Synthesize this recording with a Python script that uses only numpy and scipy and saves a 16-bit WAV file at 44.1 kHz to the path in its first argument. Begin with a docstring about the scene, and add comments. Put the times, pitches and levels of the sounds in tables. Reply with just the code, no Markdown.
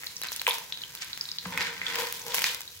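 """Stirring popcorn kernels in hot oil

Kernels heat in a little oil in a deep metal pot, heard from just above the rim in a small kitchen.
Moisture pops and spits in the oil; a spatula knocks, then sweeps the kernels round in three strokes.
Pops and contacts excite the air modes of the pot and die away as reverberation in the room,
over a faint sizzle, a low stove rumble and the thump of the pot on its grate."""
import sys
import numpy as np
from scipy import signal
from scipy.fft import rfft, irfft
from scipy.io import wavfile
from scipy.ndimage import uniform_filter1d

SR = 44100
rng = np.random.default_rng(int(sys.argv[2]) if len(sys.argv) > 2 else 0)


def output_pcm(signal):
    """Save a mono or channel-first signal as 16-bit PCM at the path in sys.argv[1].

    Samples are clipped to [-1, 1] before scaling.
    """
    pcm = np.clip(np.atleast_2d(signal).T, -1, 1) * 32767
    wavfile.write(sys.argv[1], SR, np.round(pcm).astype(np.int16))


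N = 123479
T = np.arange(N) / SR

# Spectrum of the stove rumble: frequency_hz, gain_db
STOVE_SPECTRUM = [(20, -16), (42, -50), (58, -2), (80, -3), (150, 5), (220, -14), (400, -6), (1000, -24.5),
                  (4000, -20)]
# Reverberant bands of the kitchen: frequency_hz, level_db, t60_s
KITCHEN_BANDS = [(99, -33, 1), (420, 0, 0.85), (1050, -1.5, 0.45), (2370, -5, 0.4), (4070, -3, 0.37),
                 (7540, -9, 0.046), (14700, -18, 0.73)]
# Modes of the air in the pot: frequency_hz, level_db
AIR_MODES = [(467, 2), (492, 1), (520, 0), (904, 3), (940, 2), (972, 1), (1022, 5), (1056, 1), (1547, 4),
             (1824, 1), (1890, 0), (2052, 1), (2262, 0), (2435, 1), (2554, -1), (3045, -2), (3481, -2),
             (3628, -2), (3749, -2), (3983, -2)]
# Places in the pot, by the delay of their sound on the right: lag_ms
PLACE_LAGS_MS = [.17, .13, .1, .05, .01]

# The pot rocking on its grate: start_s, pitch_hz, level_db, decay_ms
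GRATE_THUMPS = [(1.46, 182.6, -33.5, 23), (1.462, 91.4, -48, 18), (2.275, 147, -48.5, 19),
                (2.757, 91, -51, 65)]
# The pot shifting on its grate under the strokes: time_s, level_db
JUDDER_LEVELS = [(0, -70), (1.38, -66.5), (1.46, -49), (1.62, -47), (1.75, -56.5), (1.95, -53.5),
                 (2.15, -66.5), (2.29, -60.5), (2.45, -59), (2.6, -78)]
# Spectrum of that judder: frequency_hz, gain_db
JUDDER_SPECTRUM = [(25, -24), (60, -8), (95, 1.5), (140, -6), (165, 6.5), (181, 14), (205, -9), (260, -2),
                   (500, -22.5)]

# Fine sizzle of the oil: time_s, level_db
SIZZLE_LEVELS = [(0, -47), (.7, -48), (1.2, -46), (1.8, -49), (2.4, -43), (2.8, -53)]
# Spectrum of the sizzle: frequency_hz, gain_db
SIZZLE_SPECTRUM = [(200, -0.5), (500, -14.5), (1000, -6.5), (2000, -1), (3000, -2), (4300, 0), (6300, 2.5),
                   (8800, -6), (11500, -2.5), (16000, -2.5)]
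# Bubbles bursting in the oil: start_s, pitch_hz, level_db, decay_ms
BUBBLE_POPS = [(.0345, 1920, -23.5, 0.85), (.0686, 4070, -17, 0.51), (.1664, 5530, -18, 0.33),
               (.224, 3840, -24, 3.8), (.2859, 3970, -21.5, 1.3), (.3288, 5600, -19.5, 0.49),
               (.3957, 4000, -18, 0.7), (.4135, 2690, -28, 0.68), (.509, 3530, -11, 0.66),
               (.7236, 3540, -14, 0.37), (.7738, 3600, -22, 0.21), (.8176, 3900, -24, 1.3),
               (.8361, 3000, -23, 1.6), (.9742, 3580, -26.5, 0.26), (1.0175, 5420, -27, 1),
               (1.0255, 2630, -32, 0.3), (1.1309, 3900, -17.5, 0.64), (1.1752, 2270, -22.5, 0.18),
               (1.2106, 4950, -13.5, 0.72), (1.2542, 3870, -24.5, 0.85), (1.2892, 3750, -20, 0.99),
               (1.3158, 4750, -16.5, 0.59), (1.385, 4070, -13.5, 0.43), (1.6172, 3930, -19.5, 1.3),
               (1.6275, 4670, -25, 1.4), (1.7785, 2920, -24.5, 0.23), (1.8158, 2040, -17.5, 1.4),
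               (1.8658, 3290, -16.5, 1.6), (1.945, 1850, -31, 2.6), (2.3205, 3370, -18, 0.25),
               (2.194, 7740, -28, 1.1), (2.217, 5850, -28.5, 1.2), (2.6772, 3770, -27.5, 1.6)]
# Ticks of spitting oil and single kernels: start_s, level_db, body_relative_db
SPIT_TICKS = [(.0436, -30, 4), (.0652, -27, -2), (.2165, -20, 4.5), (.2353, -20.5, -7), (.2666, -42, 14),
              (.2708, -26.5, -18), (.3191, -21.5, 4.5), (.3627, -19.5, -3), (.4164, -16.5, 1.5),
              (.4785, -19, -9), (.5838, -22.5, 6.5), (.9512, -24, 1), (1.0459, -30, -16), (1.1756, -25, -5),
              (1.4708, -32, -1), (1.5059, -29, 4), (1.5765, -23, 7), (1.9217, -35, -4), (1.9563, -16, 5.5),
              (1.9824, -33, 4), (1.9979, -22.5, 6), (2.0033, -28.5, -9), (2.0339, -25, -1), (2.07, -23, -4),
              (2.1253, -17, -1.5), (2.2655, -23.5, 2.5), (2.2817, -24, -2), (2.3442, -12.5, 4),
              (2.3461, -11.5, 3), (2.3513, -16, -4), (2.3741, -35, -1), (2.3831, -22, 11.5),
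              (2.3918, -16, 4.5), (2.4197, -14, 1.5), (2.4418, -16, 6), (2.5465, -18.5, -0.5),
              (2.6068, -23, 1), (2.6164, -28, -22)]
# Spectrum of a tick's bright edge: frequency_hz, gain_db
TREBLE_SPECTRUM = [(500, -66), (4000, 14.5), (8500, 9), (11500, 9.5), (16000, 9.5)]
# Spectrum of a tick's body and a knock's grit: frequency_hz, gain_db
BODY_SPECTRUM = [(150, -9), (500, 0), (1000, 2.5), (2600, 8), (6000, 7.5), (9000, 2), (16000, -28)]

# Metal ringing on after hard contacts: start_s, pitch_hz, level_db, decay_ms
METAL_CLINKS = [(.509, 3530, -33, 14), (.724, 3630, -42, 39), (.724, 3930, -34.5, 28),
                (1.576, 2510, -28.5, 14), (2.442, 2460, -24, 11.5)]
# The blade squeaking as it bites: start_s, pitch_hz, level_db, decay_ms
BLADE_SQUEAKS = [(.4954, 11100, -14.5, 0.54)]
# The spatula striking the pot: start_s, pitch_hz, level_db, decay_ms
SPATULA_KNOCKS = [(.2345, 1860, -22.5, 0.56), (.247, 1500, -35, .5), (.4672, 2410, -7, 0.65),
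                  (.4778, 934, -14, 1.62), (.4778, 3000, -17.5, 1), (.479, 472, -28, 4),
                  (.488, 3000, -10.5, 0.55), (1.4562, 1080, -22.5, 0.6), (1.529, 2350, -24.5, 0.46),
                  (1.5752, 2090, -12.5, 1.1), (2.3405, 1050, -29.5, 2.5), (2.383, 2130, -18, 0.8),
                  (2.4193, 2950, -19, 0.66), (2.4414, 4300, -7, 0.25), (2.4414, 2070, -6, 0.3)]

# Blade and kernels sliding on the bottom: time_s, level_db
SCRAPE_LEVELS = [(0, -45.5), (.21, -78), (.24, -34.5), (.3, -51), (.46, -53), (.485, -42), (.54, -40.5),
                 (.6, -55.5), (1.42, -54.5), (1.45, -43.5), (1.5, -52), (1.58, -35), (1.67, -40),
                 (1.73, -46.5), (1.8, -48), (1.88, -38.5), (2.01, -37), (2.07, -41), (2.21, -58),
                 (2.3, -46.5), (2.38, -44.5), (2.47, -46), (2.54, -44), (2.61, -79), (2.8, -94)]
# Spectrum of the scrape: frequency_hz, gain_db
SCRAPE_SPECTRUM = [(80, -34.5), (180, -7.5), (320, -8.5), (480, -16), (700, -9.5), (1000, -5), (1280, -0.5),
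                   (1600, 3), (2200, 4.5), (3400, 0.5), (5000, -2), (8000, -10), (16000, -48)]
# Kernels rasping along the wall: time_s, level_db
RASP_LEVELS = [(0, -79), (.96, -89), (1.02, -34.5), (1.06, -63), (1.53, -80), (1.64, -42), (1.72, -52),
               (1.83, -57), (1.88, -58), (2.03, -58), (2.25, -66), (2.31, -37), (2.43, -43), (2.465, -28.5),
               (2.52, -42.5), (2.59, -65)]
# Spectrum of the rasp: frequency_hz, gain_db
RASP_SPECTRUM = [(500, -26), (1800, -5), (3200, -1.5), (5800, -7), (7500, -10), (9500, -18), (16000, -29)]
# Kernels clicking against each other and the wall: time_s, level_db
RATTLE_LEVELS = [(0, -47), (.3, -55), (.325, -32), (.36, -43), (.47, -46), (.48, -31.5), (.54, -33),
                 (.58, -44.5), (1.5, -99), (1.62, -43), (1.74, -77), (1.92, -44), (2, -35), (2.05, -42.5),
                 (2.15, -40.5), (2.26, -46.5), (2.335, -45), (2.35, -32), (2.42, -32.5), (2.48, -35),
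                 (2.54, -43.5), (2.62, -51), (2.8, -50)]
# Spectrum of the rattle: frequency_hz, gain_db
RATTLE_SPECTRUM = [(200, -92), (1000, -21.5), (3000, 7), (6000, 4.5), (8800, 0), (11500, 4), (16000, 2.5)]
# The bottom drumming under the blade: time_s, level_db
DRUM_LEVELS = [(0, -71), (.465, -71), (.48, -42), (.51, -65), (.6, -67), (1.42, -76), (1.46, -56),
               (1.59, -45), (1.67, -54), (1.74, -59.5), (1.86, -61.5), (1.91, -48), (1.98, -41),
               (2.04, -44), (2.07, -60), (2.21, -56.5), (2.265, -45), (2.33, -48.5), (2.43, -54.5),
               (2.52, -56.5), (2.62, -79), (2.8, -78)]
# Spectrum of the drumming: frequency_hz, gain_db
DRUM_SPECTRUM = [(100, -21.5), (300, -18.5), (400, -12), (470, 3), (660, -12.5), (960, 3.5), (1200, -14),
                 (3000, -52)]
# Hollow note of the pot as the blade drags along its wall: time_s, level_db
HOLLOW_LEVELS = [(0, -83), (1.48, -97), (1.53, -40), (1.63, -38.5), (1.7, -46.5), (1.77, -71), (1.83, -43),
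                 (1.9, -41), (1.96, -47), (2.04, -46.5), (2.2, -60), (2.36, -51), (2.45, -50), (2.55, -85)]
# Resonances of that note: frequency_hz, bandwidth_hz, gain_db
HOLLOW_RESONANCES = [(1525, 45, 0), (1830, 55, -2), (2065, 55, -1), (2260, 50, -5), (2435, 50, -5),
                     (3345, 100, -6)]


def amp(db):
    """Amplitude ratio of a level in decibels."""
    return 10 ** (np.asarray(db) / 20)


def unit_rms(x):
    """Normalisation to unit mean power."""
    return x / np.sqrt(np.mean(x ** 2))


def envelope(levels):
    """Amplitude envelope, linear in decibels between points in time."""
    return amp(np.interp(T, *np.array(levels).T))


def colour(x, spectrum, size=4096):
    """Minimum-phase filtering: folding the cepstrum gives the spectrum a causal response."""
    hz, db = np.array(spectrum).T
    log_hz = np.log(np.fft.rfftfreq(size, 1 / SR) + 1)
    gain = amp(np.interp(log_hz, np.log(hz), db))
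    cepstrum = irfft(np.log(gain))
    cepstrum[1:size // 2] *= 2
    cepstrum[size // 2 + 1:] = 0
    return signal.fftconvolve(x, irfft(np.exp(rfft(cepstrum))))[:N]


def add(out, start_s, x):
    """Superposition of x on out, beginning at start_s."""
    i = max(int(start_s * SR), 0)
    out[i:i + len(x)] += x[:max(N - i, 0)]


def damped_tones(rows, rise_ms, sag=0):
    """Damped oscillations with rounded onsets; each pitch starts high by the fraction sag."""
    out, ms = np.zeros(N), T[:N // 10] * 1000
    for start_s, pitch_hz, level_db, decay_ms in rows:
        decay = np.exp(-ms / decay_ms)
        shape = decay * (1 - np.exp(-(ms / rise_ms) ** 2))
        phase = 2 * np.pi * np.cumsum(pitch_hz * (1 + sag * decay)) / SR
        add(out, start_s, amp(level_db) * shape / shape.max() * np.sin(phase))
    return out


def impacts(per_s, spread_db):
    """A Poisson train of impulses with log-normal strengths; the magnitude of spread_db sets the scatter."""
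    occurs = rng.random(N) < per_s / SR
    strength = amp(spread_db * np.clip(rng.standard_normal(N), -2, 2))
    return unit_rms(occurs * strength * rng.choice([-1, 1], N))


def shot_noise(spectrum, levels, per_s, spread_db):
    """Shot noise: random impacts share one spectrum and follow one envelope."""
    return unit_rms(colour(impacts(per_s, spread_db), spectrum)) * envelope(levels)


def stove_and_hiss(rumble_db=-63.5, hiss_db=-58.5):
    """Steady noise: the stove rumble is largely coherent between the sides, the oil's hiss incoherent."""
    mid, wide = (unit_rms(colour(rng.standard_normal(N), STOVE_SPECTRUM)) for _ in range(2))
    hiss = np.array([unit_rms(colour(rng.standard_normal(N), SIZZLE_SPECTRUM)) for _ in range(2)])
    rumble = mid + .36 * wide * np.array([[1], [-1]])
    return amp(rumble_db) * rumble + amp(hiss_db) * hiss


def pulse(delay_ms):
    """Pure delay: a windowed sinc places an impulse between samples."""
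    offset_ms = T[:SR // 2] * 1000 - delay_ms
    return np.sinc(offset_ms * SR / 1000) * np.exp(-(offset_ms * 10) ** 2)


def reflections(wall_db=-11, flutter_db=-8.5, flutter_ms=3.5):
    """Reflection: an echo off the pot wall, a brief flutter, then the kitchen's diffuse decay."""
    t = T[:SR // 2]
    ms = t * 1000
    flutter = rng.standard_normal(len(t)) * np.exp(-ms / flutter_ms) * (ms > .5)
    echoes = amp(wall_db) * pulse(delay_ms=rng.uniform(1.9118, 3.3))
    echoes += amp(flutter_db) * flutter / np.linalg.norm(flutter)
    noise = rfft(rng.standard_normal(len(t)))
    log_hz = np.log(np.fft.rfftfreq(len(t), 1 / SR) + 1)
    log_centres = np.log(np.array(KITCHEN_BANDS)[:, 0])
    for (_, level_db, t60_s), weights in zip(KITCHEN_BANDS, np.eye(len(KITCHEN_BANDS))):
        band = irfft(noise * np.interp(log_hz, log_centres, weights), len(t))
        decay = amp(-60 * t / t60_s) * (1 - np.exp(-ms / 4))
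        echoes += amp(level_db) * band * decay / np.linalg.norm(decay)
    return echoes


def pot_air(t60_s=.34, detune=0.00068):
    """Cavity resonance: the air modes decay together, each with a random phase and slight mistuning."""
    t, modes = T[:SR // 2], 0
    damping = np.log(1000) / t60_s
    for hz, level_db in AIR_MODES:
        offset, quarter_turns = rng.uniform(-1.34, 1, 2)
        phase = 2 * np.pi * hz * (1 + detune * offset) * t + quarter_turns * np.pi / 2
        modes += amp(level_db) * np.cos(phase)
    return 4 * damping / SR * np.exp(-damping * t) * modes


def grate():
    """Low-frequency contact vibration: the pot thumps and judders on its support."""
    judder = shot_noise(JUDDER_SPECTRUM, JUDDER_LEVELS, per_s=400, spread_db=5.5)
    return damped_tones(GRATE_THUMPS, rise_ms=2.1) + judder


def oil(share):
    """Bursting bubbles ring as damped oscillators of falling pitch, over a shot-noise sizzle."""
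    sizzle = shot_noise(SIZZLE_SPECTRUM, SIZZLE_LEVELS, per_s=400, spread_db=6)
    pops = damped_tones(BUBBLE_POPS[share], rise_ms=.22, sag=0.071)
    return pops + sizzle / np.sqrt(len(PLACE_LAGS_MS))


def ticks(share, tail_ms=.25, tail_gain=.13):
    """Impulsive excitation: spitting oil and single kernels give broadband snaps with crumbling tails."""
    treble, body, ms = np.zeros(N), np.zeros(N), T[:SR // 100] * 1000
    for start_s, level_db, body_relative_db in SPIT_TICKS[share]:
        snap = tail_gain * rng.standard_normal(len(ms)) * np.exp(-ms / tail_ms)
        snap[0] = 1
        snap *= 2 / np.linalg.norm(snap)
        add(treble, start_s, amp(level_db) * snap)
        add(body, start_s, amp(level_db + body_relative_db) * snap)
    return colour(treble, TREBLE_SPECTRUM) + colour(body, BODY_SPECTRUM)


def metal_ringing(share):
    """Free vibration: the metal rings on after hard contacts, and the blade squeaks as it bites."""
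    clinks = damped_tones(METAL_CLINKS[share], rise_ms=0.94)
    return clinks + damped_tones(BLADE_SQUEAKS[share], rise_ms=0.35)


def spatula(share, grit_db=-14, low_cut_hz=460):
    """Impact: each knock is a heavily damped tone, with contact noise that follows its envelope."""
    knocks = damped_tones(SPATULA_KNOCKS[share], rise_ms=0.22, sag=0.058)
    noise = unit_rms(colour(rng.standard_normal(N), BODY_SPECTRUM))
    grit = amp(grit_db) * abs(signal.hilbert(knocks)) * noise
    return signal.sosfilt(signal.butter(4, low_cut_hz, "high", fs=SR, output="sos"), knocks + grit)


def surges(steps_per_s=45, spread_db=2.5):
    """Random amplitude modulation: the stirring surges as kernels jam and break free."""
    step = int(SR / steps_per_s)
    gain = amp(spread_db * np.clip(rng.standard_normal(N // step + 1), -2, 2))
    return unit_rms(uniform_filter1d(np.repeat(gain, step)[:N], step // 2))


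def stirring():
    """Friction as dense small impacts: blade and kernels scrape, rasp, rattle and ring the pot."""
    scrape = shot_noise(SCRAPE_SPECTRUM, SCRAPE_LEVELS, per_s=220, spread_db=8.5)
    rasp = shot_noise(RASP_SPECTRUM, RASP_LEVELS, per_s=260, spread_db=-2)
    rattle = shot_noise(RATTLE_SPECTRUM, RATTLE_LEVELS, per_s=220, spread_db=3)
    drum = shot_noise(DRUM_SPECTRUM, DRUM_LEVELS, per_s=280, spread_db=3)
    drag = impacts(per_s=300, spread_db=-1.5)
    hollow = sum(amp(gain_db) * signal.lfilter(*signal.iirpeak(hz, hz / width_hz, fs=SR), drag)
                 for hz, width_hz, gain_db in HOLLOW_RESONANCES)
    return scrape + rasp + rattle + drum + unit_rms(hollow) * envelope(HOLLOW_LEVELS)


def scene():
    """Superposition: each place in the pot reaches both sides by a direct and a reverberant path."""
    out = stove_and_hiss() + grate()
    places, surge = len(PLACE_LAGS_MS), surges()
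    for place, lag_ms in enumerate(PLACE_LAGS_MS):
        share = slice(place, None, places)  # the places take the events in turn
        stir = surge * stirring() / np.sqrt(places)
        knocks, frying = spatula(share), oil(share)
        clicks = ticks(share) + metal_ringing(share)
        source = stir + knocks + frying + clicks
        reverb_drive = stir + .85 * knocks + .8 * frying + .55 * clicks  # brief sounds are drier
        shared_air = pot_air()
        for side in range(2):
            echoes = reflections()
            cavity = .7 * shared_air + .5 * pot_air()  # partly coherent between the sides
            direct = signal.fftconvolve(source, pulse(delay_ms=.2 + side * lag_ms))
            reverberant = signal.fftconvolve(reverb_drive, echoes + cavity)
            out[side] += amp(-0.5) * (direct + reverberant)[:N]
    return out


def record(dry, low_cut_hz=46, high_cut_hz=15800):
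    """Band limiting: the deep bass is thinned and the highest treble cut steeply."""
    thinned = signal.sosfilt(signal.butter(3, low_cut_hz, "high", fs=SR, output="sos"), dry)
    return signal.sosfilt(signal.ellip(10, .2, 80, high_cut_hz, fs=SR, output="sos"), thinned)


dry = scene()
out = record(dry)
output_pcm(out)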